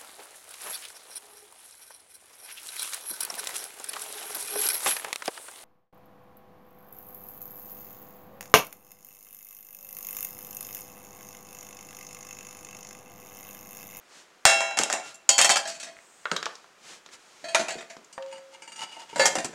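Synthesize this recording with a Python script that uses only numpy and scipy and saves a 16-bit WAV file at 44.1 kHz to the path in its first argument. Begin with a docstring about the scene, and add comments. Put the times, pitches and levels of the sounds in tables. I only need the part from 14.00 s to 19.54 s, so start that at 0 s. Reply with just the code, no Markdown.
"""Stainless steel mess kit packed on a wooden floor in a small room: clanks of clatter plus ringing modes.
A plate drops into the pan, a bowl rattles in, a plastic cup is knocked about and put on top,
and the pot is lifted, turned over and pressed onto the stack.
Cup: filtered noise bursts. Rubs: random slips through resonators. Floor, sleeves, air: shaped noise."""
import sys
import numpy as np
from scipy import signal
from scipy.fft import rfft, irfft
from scipy.io import wavfile

SR = 44100
rng = np.random.default_rng(int(sys.argv[2]) if len(sys.argv) > 2 else 0)


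def inscribe(sig):
    """Save sig as 16-bit PCM at rate SR to the path in sys.argv[1].

    A 1-D sig is mono; a 2-D sig holds one channel per row.
    Samples are clipped to [-1, 1] before scaling.
    """
    pcm = np.round(np.clip(np.atleast_2d(sig).T, -1, 1) * 32767)
    wavfile.write(sys.argv[1], SR, pcm.astype(np.int16))


N = 244314
BURST_SAMPLES = 32768

# Steel contacts: (time [s], strength [dB], brightness [dB], free ring [dB])
# Plate drops into the pan and is pushed home
PLATE_HITS = [(0.453, -13, 2, 0), (0.468, -31, 12, -12), (0.606, -26, -10.5, -4), (0.709, -34, -15.5, -12),
              (0.772, -28.5, 0, 0), (0.7885, -20.5, 2, -28), (0.812, -28.5, 0.5, -3.5),
              (0.835, -27.5, 12, -38), (0.9, -27, -7.5, -7), (0.927, -27, 7, -24), (0.936, -28, -8, -8.5)]
# Bowl lands and rattles in
BOWL_HITS = [(1.291, -20.5, 13, -1), (1.3805, -24.5, 14, -6), (1.388, -21, 6.5, 2), (1.405, -24.5, -10, -6),
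             (1.414, -23, 15, 1), (1.446, -20, 6.5, -0.5), (1.493, -23, 7, -12), (1.499, -20.5, 1, -1),
             (1.508, -25, 10.5, 0), (1.558, -23.5, -4, -6.5), (1.569, -25, 6, -8)]
# Pan is jostled, then takes the cup
PAN_HITS = [(1.143, -55, 32, -27), (1.654, -41, 2.5, -0.5), (1.675, -41, 21.5, -5),
            (1.695, -43.5, 12, -7.5), (1.749, -49.5, 15, -9), (1.799, -46, 19.5, -4.5),
            (1.829, -40.5, 12, -19), (1.868, -46, -2, -7), (3.441, -46, 3, 4.5), (3.484, -44.5, 4.5, 5),
            (3.547, -19.5, -3.5, -12.5), (3.594, -35.5, 4.5, 0), (3.683, -31, 0.5, -16.5),
            (3.705, -39, 3.5, -1), (3.783, -43, -1, -14), (3.807, -42, -5, -20.5), (3.899, -46.5, 3, -7.5)]
# Pot is touched, lifted and turned over
POT_HITS = [(2.315, -56.5, 31.5, 0), (4.127, -56.5, 21.5, -3.5), (4.1785, -39.5, -29, -32),
            (4.325, -52.5, -6.5, 6.5), (4.38, -53.5, -1, -20), (4.6205, -47.5, 1, -1), (4.676, -53, 3, 5.5),
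            (4.719, -54, 9, 5.5), (4.759, -53, 15, 3), (4.815, -42.5, -1.5, -1.5), (4.965, -55, -21, 2),
            (5.128, -61, -19, 11.5)]
# Pot is pressed onto the stack
STACK_HITS = [(5.159, -32.5, -7, -14), (5.178, -39, 0, -1), (5.195, -25.5, -2.5, 7.5),
              (5.212, -36, 5, 16.5), (5.234, -38, -16, -11), (5.2556, -20, 6, -14.5),
              (5.354, -26, -3.5, -19), (5.384, -31, -3, -8), (5.445, -32.5, 10, -22),
              (5.531, -48.5, -16, -10)]

# Long-ringing modes of each piece: (frequency [Hz], relative level [dB], t60 before grip damping [s])
PLATE_MODES = [(571, -15, .6), (665, -9, .8), (795, -11, 1.2), (824, -17, .7), (1394, -15.5, 1.5),
               (1632, -16, 1.0), (1752, -10, .4), (2136, -23, .7), (2223, -10, .7), (2596, -21, 1.1),
               (2724, -5, 1.0), (3250, -13.5, .7), (3887, -19, .7), (3965, -16.5, 1.1), (5238, -15, .8),
               (5414, -20, .7), (5615, -17, .4), (6309, -20, .9), (6971, -15, .45), (7096, -15, .7),
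               (7590, -14, .35)]
BOWL_MODES = [(560, -5.5, .5), (677, -10, .4), (810, -6, .7), (1007, -12, .6), (2653, -13, .3),
              (3102, -20, .4), (3187, -9.5, .55), (3385, -18, .5), (4219, -16, .22), (4490, -10, .4),
              (6140, -19, .4), (6421, -14, .15), (6750, -8, .11), (7000, -16, .22), (8649, -10, .12)]
PAN_MODES = [(630.4, 2.5, 0.24), (670, 1.5, 0.32), (857, -16.5, 0.084), (930, -17, 0.1),
             (1634, -18.5, 0.16), (1710, -10, 0.2), (1900, -31.5, 0.242), (2505, -17, 0.66),
             (3210, -14.5, 0.26), (3970, -8.5, 0.15), (4440, -9, 0.23), (6520, -12.5, 0.26)]
POT_MODES = [(907, 2.5, 0.26), (1322, -11.5, 0.94), (2130, -6, 0.06), (2320, -8, 0.13), (2530, -12, 0.059),
             (2868, 3.5, 0.066), (3320, -8, 0.041), (4730, -8.5, 1), (6000, -16, 0.82), (6900, -5, 0.24),
             (8370, -7.5, 0.34), (9040, -5.5, 0.17)]
STACK_MODES = [(427, -9, .3), (553, 9, .3), (828, -11, .3), (922, -7, .45), (1736, -5, .3), (2132, -8, .3),
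               (2733, -6, .22), (3975, -7, .28), (4530, -10, .2), (4615, -9, .2), (6839, -11, .25)]
# Base of the pot rings as it is picked up: (frequency [Hz], level [dB], t60 [s])
BASE_MODES = [(539, -36.5, .95), (921, -42, .4)]

# Knocks of the plastic cup: (time [s], strength [dB], loudest frequency [Hz], fall away from it [dB/octave])
CUP_KNOCKS = [(2.2553, -15, 1460, 15.5), (2.315, -19, 1410, 5.5), (2.32, -24.5, 450, 6.5),
              (2.364, -23.5, 3540, 4), (2.4283, -29, 2760, 5.5), (2.4569, -26.5, 2840, 5.5),
              (2.4646, -29, 1110, 6.5), (2.554, -43, 4600, 6), (2.643, -47, 1260, 8),
              (3.062, -48, 3060, 1.5), (3.089, -47.5, 1890, 7), (3.595, -33, 330, 3),
              (3.967, -47, 594, 0.5), (4.045, -48, 7100, 13), (4.224, -41, 2800, 8),
              (4.262, -52, 2580, 2.5)]
# Thud, body, clang and sheen registers: (centre [Hz], width [Hz])
REGISTERS = [(220, 410), (750, 704), (2200, 5000), (6500, 10640)]
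# Two faint dry ticks: (time [s], level [dB])
TICKS = [(1.968, -34), (1.989, -34)]
# Pieces of the kit bump dully on the floorboards: (time [s], level [dB])
FLOOR_BUMPS = [(0.553, -43), (0.794, -30.5), (0.927, -45), (1.32, -53), (1.499, -39), (3.43, -52),
               (3.6, -36), (3.753, -36.5), (3.965, -48), (5.129, -41.5), (5.376, -36), (5.444, -34.5),
               (5.49, -45)]

# Sleeve swishes: (middle [s], half length [s], level [dB])
SWISHES = [(.17, 0.052, -51.5), (1.08, 0.034, -44.5), (2.0, 0.068, -63), (2.42, 0.16, -55.5),
           (2.905, 0.05, -46), (3.14, 0.015, -46.5), (3.5, 0.31, -56), (5.3, 0.64, -58.5)]
# Pot rubs in the hand and along the pan: (middle [s], half length [s], level [dB])
RUBS = [(4.338, 0.039, -50), (4.55, .018, -51), (4.815, 0.02, -34.5), (4.96, 0.065, -45),
        (5.14, 0.031, -48.5)]
# Thin hiss of the pot shifted on the floor: (middle [s], half length [s], level [dB])
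SHIFTS = [(2.15, 0.18, -61)]

# Spectra: (frequency [Hz], relative density [dB per Hz])
STEEL_COLOUR = [(30, -30), (100, -32), (160, 2.5), (310, 1), (460, -6.5), (570, 1.5), (950, -2),
                (1150, -4.5), (1700, 2.5), (3800, -3), (7200, 5.5), (8800, -2.5), (10800, -14),
                (15500, -35)]
CUP_COLOUR = [(30, -48), (110, -13), (170, 3.5), (270, -4.5), (380, 7), (800, -0.5), (1400, 8),
              (2400, -0.5), (4000, 6.5), (7000, 6.5), (10000, -14.5), (15500, -25)]
SLEEVE_COLOUR = [(60, -21), (170, -6.5), (600, -3.5), (1100, -3), (2200, -1.5), (4000, -3.5), (6800, -2.5),
                 (9500, -11.5), (12000, -24), (15500, -35.5)]
SHIFT_COLOUR = [(3000, -33), (6800, 5), (8400, 7), (10500, -16)]
BUMP_COLOUR = [(50, -17), (110, -16.5), (170, -0.5), (330, 2), (450, 1.5), (800, -24), (2500, -46)]
AIR_COLOUR = [(25, -17.5), (90, -21), (160, -10), (350, -2), (650, -2), (1400, -2), (2800, -9), (7000, -23),
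              (11000, -25), (15500, -31)]
WALL_COLOUR = [(60, -27.0), (170, 5.5), (500, 6.5), (6000, -2.0), (15000, -4.5)]

AIR_DB, RUSTLE_DB = -60, -65   # rustle: the sleeves between swishes
BUMP_RISE_S, BUMP_T60_S = 0.0017, 0.13
FIRM_BLOW_DB = -25
THUD_GROWTH_DB_PER_DB = 0.47   # thud per dB of blow
CRACK_GROWTH_DB_PER_DB = 0.42   # extra crack per dB of blow
SPREAD_T60_S, RING_RISE_T60_S = 0.0044, 0.0093   # build-up of clatter and long rings
CLATTER_DOUBLING_DB = 18.5   # free ring that doubles the clatter t60
CHATTER_DB = 2   # touching rims chatter, so the clatter dies unevenly
BEAT_MAX_HZ, BEAT_DEPTH = 22.8, 0.27   # pieces not quite round: each mode beats
CUTOFF_HZ = 15800


def from_db(db):
    """Decibels to gain."""
    return 10 ** (np.asarray(db) / 20)


def rms_one(x):
    """Scale to an rms of one."""
    return x / np.sqrt(np.mean(x ** 2) + 1e-20)


def gain_at(points, hz):
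    """Read a (frequency [Hz], level [dB]) table on a log-frequency axis."""
    point_hz, point_db = np.transpose(points)
    log_hz = np.log(np.maximum(hz, 1))
    return from_db(np.interp(log_hz, np.log(point_hz), point_db))


def coloured(x, colour):
    """Give a signal a spectrum; rms one."""
    hz = np.fft.rfftfreq(len(x), 1 / SR)
    return rms_one(irfft(rfft(x) * gain_at(colour, hz), len(x)))


def coloured_noise(colour, samples=N):
    """Gaussian noise with a spectrum; rms one."""
    return coloured(rng.standard_normal(samples), colour)


def dying(t_s, t60_s):
    """Exponential decay of 60 dB in t60_s."""
    return np.exp(-np.log(1000) * t_s / max(t60_s, 1e-3))


def add(out, start_s, sound):
    """Mix a sound in at a time."""
    at = int(start_s * SR)
    out[at:at + len(sound)] += sound[:len(out) - at]


def wander(count, step, spread_db):
    """Random gain, its dB drawn every step points and interpolated between."""
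    knots = np.arange(0, count + step, step)
    return from_db(spread_db * np.interp(np.arange(count), knots, rng.standard_normal(len(knots))))


def vibration(strengths=1):
    """Crowd of vibrations in random phase; rms one."""
    phases = 2 * np.pi * rng.random(BURST_SAMPLES // 2 + 1)
    return rms_one(irfft(strengths * np.exp(1j * phases)))


def causal(gain):
    """Minimum-phase filter with these gains: nothing sounds before the blow."""
    cepstrum = irfft(np.log(gain))
    half = len(cepstrum) // 2
    folded = np.concatenate([cepstrum[:1], 2 * cepstrum[1:half]])
    return np.exp(rfft(folded, len(cepstrum)))


def tinted(burst, levels_db, colour):
    """Give a white burst the colour of the material and a level in each register."""
    hz = np.fft.rfftfreq(BURST_SAMPLES, 1 / SR)
    centre_hz, width_hz = np.transpose(REGISTERS)
    density_db = levels_db - 10 * np.log10(width_hz)
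    gain = gain_at(np.column_stack([centre_hz, density_db]), hz) * gain_at(colour, hz)
    return irfft(rfft(burst) * causal(gain)) * np.sqrt(SR / 2)


def swells(rows):
    """Strokes of the hand: each rises and falls like a bell; their powers add."""
    t_s, power = np.arange(N) / SR, 0
    for middle_s, half_s, db in rows:
        bell = np.exp(-np.minimum(((t_s - middle_s) / half_s) ** 2, 60))
        power = power + from_db(db) ** 2 * bell
    return np.sqrt(power)


def struck_mode(start_s, hz, level_db, t60_s):
    """One mode struck once: a decaying sine."""
    t_s = np.maximum(np.arange(N) / SR - start_s, 0)
    fade = dying(np.minimum(t_s, 2 * t60_s), t60_s)
    return from_db(level_db) * np.sin(2 * np.pi * hz * t_s) * fade


def quiet_air():
    """Steady noise of the quiet room."""
    return from_db(AIR_DB) * coloured_noise(AIR_COLOUR)


def room(x, t60_s, wet_db, first_s):
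    """Diffuse wall reflections as decaying noise, weak in the deep bass and duller than the direct sound."""
    t_s = np.arange(BURST_SAMPLES) / SR
    onset = np.clip(t_s / first_s - 1, 0, 1)
    echoes = coloured_noise(WALL_COLOUR, BURST_SAMPLES) * dying(t_s, t60_s) * onset
    return from_db(wet_db) * signal.fftconvolve(x, echoes / np.linalg.norm(echoes))[:N]


def sleeves():
    """Cloth friction: noise that swells with each swish over a steady rustle."""
    return np.hypot(swells(SWISHES), from_db(RUSTLE_DB)) * coloured_noise(SLEEVE_COLOUR)


def floor_shift():
    """Pot shifted on the floor: a swell of thin hiss."""
    return swells(SHIFTS) * coloured_noise(SHIFT_COLOUR)


def floor_bumps():
    """The wooden floor answers with a soft, short thud without pitch."""
    t_s, force = np.arange(N) / SR, 0
    for start_s, db in FLOOR_BUMPS:
        age_s = np.clip(t_s - start_s, 0, 1)
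        rise = 1 - np.exp(-age_s / BUMP_RISE_S)
        force = force + from_db(db) * rise * dying(age_s, BUMP_T60_S)
    return force * coloured_noise(BUMP_COLOUR)


def dry_ticks():
    """Faint ticks: very short decaying sines."""
    return sum(struck_mode(start_s, hz=2040, level_db=db, t60_s=0.0059) for start_s, db in TICKS)


def rubs(slips_per_s, width_hz, hiss_db, uneven_db, squeak_hz, squeak_db):
    """Clumped tiny slips excite the pot and its squeaking rim, modes widened by the grip of the hand."""
    clump = SR // 50   # samples
    slips = (rng.random(N) < slips_per_s / SR) * rng.standard_normal(N) * wander(N, clump, uneven_db)
    radius, body = np.exp(-np.pi * width_hz / SR), 0
    for hz, db, *_ in POT_MODES + [(squeak_hz, squeak_db)]:
        poles = [1, -2 * radius * np.cos(2 * np.pi * hz / SR), radius ** 2]
        drive = slips * wander(N, clump, uneven_db) + 1e-18
        body = body + from_db(db) * signal.lfilter([1, 0, -1], poles, drive)
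    rubbing = rms_one(body) + from_db(hiss_db) * rms_one(slips)
    return swells(RUBS) * coloured(rubbing, SLEEVE_COLOUR)


def cup(snap_db, snap_t60_s, hollow_db, hollow_t60_s, cavity_db, cavity_q):
    """Plastic: a hard snap and brief hollow after-sound, resonant at a pitch set by where it is struck."""
    out, t_s = np.zeros(N), np.arange(BURST_SAMPLES) / SR
    fade = from_db(snap_db) * dying(t_s, snap_t60_s) + from_db(hollow_db) * dying(t_s, hollow_t60_s)
    for start_s, db, hz, fall_db in CUP_KNOCKS:
        octaves = np.abs(np.log2(np.array(REGISTERS)[:, 0] / hz))
        burst = vibration() * fade
        cavity = signal.lfilter(*signal.iirpeak(hz, cavity_q, fs=SR), burst)
        burst = burst + from_db(cavity_db) * cavity
        add(out, start_s, tinted(burst, db - fall_db * octaves, CUP_COLOUR))
    return out


def blow_levels(db, bright_db, thud_db, clang_db):
    """Register levels of a blow: a hard edge tilts it to the treble, the thud grows slowly with force."""
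    thud = thud_db + THUD_GROWTH_DB_PER_DB * (db - FIRM_BLOW_DB)
    return np.array([thud, db - bright_db / 2, db + clang_db, db + bright_db / 2])


def crack_and_clatter(levels_db, free_db, spacing_hz, clatter_db, clatter_t60_s, crack_db, crack_t60_s):
    """A short broadband crack, then many close sheet modes dying unevenly."""
    t_s, hz = np.arange(BURST_SAMPLES) / SR, np.fft.rfftfreq(BURST_SAMPLES, 1 / SR)
    # the floor thuds without pitch; higher up the sheet has separate modes
    share = np.where(hz < 600, 1, hz[1] / spacing_hz)
    # place of contact picks the sheet modes and favours some high groups
    sheet = (rng.random(len(hz)) < share) / np.sqrt(share)
    place = wander(len(hz), 130, 4) ** np.clip(hz / 3000, 0, 1)
    # a loose piece clatters longer than a held one
    t60_s = clatter_t60_s * 2 ** (free_db / CLATTER_DOUBLING_DB)
    clatter = vibration(sheet * place * rng.standard_normal(len(hz))) * dying(t_s, t60_s)
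    clatter = from_db(clatter_db) * clatter * wander(BURST_SAMPLES, 150, CHATTER_DB)
    # the blow takes a moment to spread through the sheet
    clatter = clatter * (1 - dying(t_s, SPREAD_T60_S))
    # hard blows crack, light ones graze
    hardness_db = CRACK_GROWTH_DB_PER_DB * (max(levels_db) + 11.0)
    crack = from_db(crack_db + hardness_db) * vibration(place) * dying(t_s, crack_t60_s)
    return tinted(crack + clatter, levels_db, STEEL_COLOUR)


def long_rings(start_s, levels_db, level_db, modes, seated_s, seated_t60_s):
    """Beating pure modes; once seated or gripped, each touch detunes them and they die sooner."""
    t_s, count = np.arange(SR) / SR, len(modes)
    mode_hz, mode_db, mode_t60_s = np.transpose(modes)
    fades = np.array([np.sqrt(2) * dying(t_s, t60_s) for t60_s in mode_t60_s])
    pitch_hz = mode_hz * (1 + (start_s > seated_s) * .008 * rng.standard_normal(count))
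    damping = dying(np.maximum(t_s - max(seated_s - start_s, 0), 0), seated_t60_s)
    centre_hz = np.array(REGISTERS)[:, 0]
    force = gain_at(np.column_stack([centre_hz, levels_db]), mode_hz) * rng.choice([-1, 1], count)
    beat_cycles = BEAT_MAX_HZ * rng.random((count, 1)) * t_s + rng.random((count, 1))
    beats = 1 + BEAT_DEPTH * np.sin(2 * np.pi * beat_cycles)
    tones = np.sin(2 * np.pi * np.outer(pitch_hz, t_s)) * (1 - dying(t_s, RING_RISE_T60_S))
    return (from_db(level_db + mode_db) * force) @ (fades * beats * tones) * damping


def steel(hits, modes, thud_db, clang_db, ring_db, seated_s, seated_t60_s, **sheet):
    """Each contact gives a crack, a clatter of close sheet modes and a few long pure rings."""
    out = np.zeros(N)
    for start_s, db, bright_db, free_db in hits:
        levels_db = blow_levels(db, bright_db, thud_db, clang_db)
        add(out, start_s, crack_and_clatter(levels_db, free_db, **sheet))
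        add(out, start_s, long_rings(start_s, levels_db, ring_db + free_db, modes, seated_s, seated_t60_s))
    return out


def scene():
    """All the pieces of the kit, the sleeves and the quiet room."""
    plate = steel(PLATE_HITS, PLATE_MODES, thud_db=-50, clang_db=0.0, spacing_hz=28.04,
                  clatter_db=-3, clatter_t60_s=0.32, crack_db=13, crack_t60_s=.011,
                  ring_db=-4, seated_s=0.67, seated_t60_s=1.85)
    bowl = steel(BOWL_HITS, BOWL_MODES, thud_db=-48, clang_db=3, spacing_hz=34.7,
                 clatter_db=1.0, clatter_t60_s=.14, crack_db=8.0, crack_t60_s=0.02,
                 ring_db=-1.0, seated_s=1.37, seated_t60_s=0.55)
    pan = steel(PAN_HITS, PAN_MODES, thud_db=-47, clang_db=6.5, spacing_hz=22.3,
                clatter_db=-2.5, clatter_t60_s=0.28, crack_db=3.5, crack_t60_s=0.065,
                ring_db=2.5, seated_s=2.4, seated_t60_s=1.1)
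    pot = steel(POT_HITS, POT_MODES, thud_db=-47.5, clang_db=4.5, spacing_hz=34.8,
                clatter_db=1.5, clatter_t60_s=0.12, crack_db=8.5, crack_t60_s=0.023,
                ring_db=-3, seated_s=4.3, seated_t60_s=1.0)
    stack = steel(STACK_HITS, STACK_MODES, thud_db=-41, clang_db=1.5, spacing_hz=23.06,
                  clatter_db=0.5, clatter_t60_s=0.24, crack_db=7.5, crack_t60_s=0.033,
                  ring_db=-4.0, seated_s=5.25, seated_t60_s=0.36)
    floor_thump = struck_mode(.453, hz=111, level_db=-17.5, t60_s=0.015)
    pot_base = sum(struck_mode(4.1785, *mode) for mode in BASE_MODES)
    kit = plate + bowl + pan + pot + stack + floor_thump + floor_bumps() + pot_base + dry_ticks()
    kit += rubs(slips_per_s=3100, width_hz=38, hiss_db=1, uneven_db=5, squeak_hz=2910, squeak_db=-1.5)
    kit += cup(snap_db=1.5, snap_t60_s=0.014, hollow_db=-14.0, hollow_t60_s=0.13, cavity_db=2, cavity_q=3.5)
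    reflections = room(kit, t60_s=0.36, wet_db=-12.5, first_s=0.0042)
    return (kit + reflections + floor_shift() + sleeves() + quiet_air())[None]


def record(dry):
    """Round off the hardest peaks and cut the top."""
    rounded = 1.1 * np.tanh(dry / 1.1)
    low_pass = signal.ellip(10, .1, 80, CUTOFF_HZ, fs=SR, output="sos")
    return signal.sosfilt(low_pass, rounded)


dry = scene()
out = record(dry)
inscribe(out)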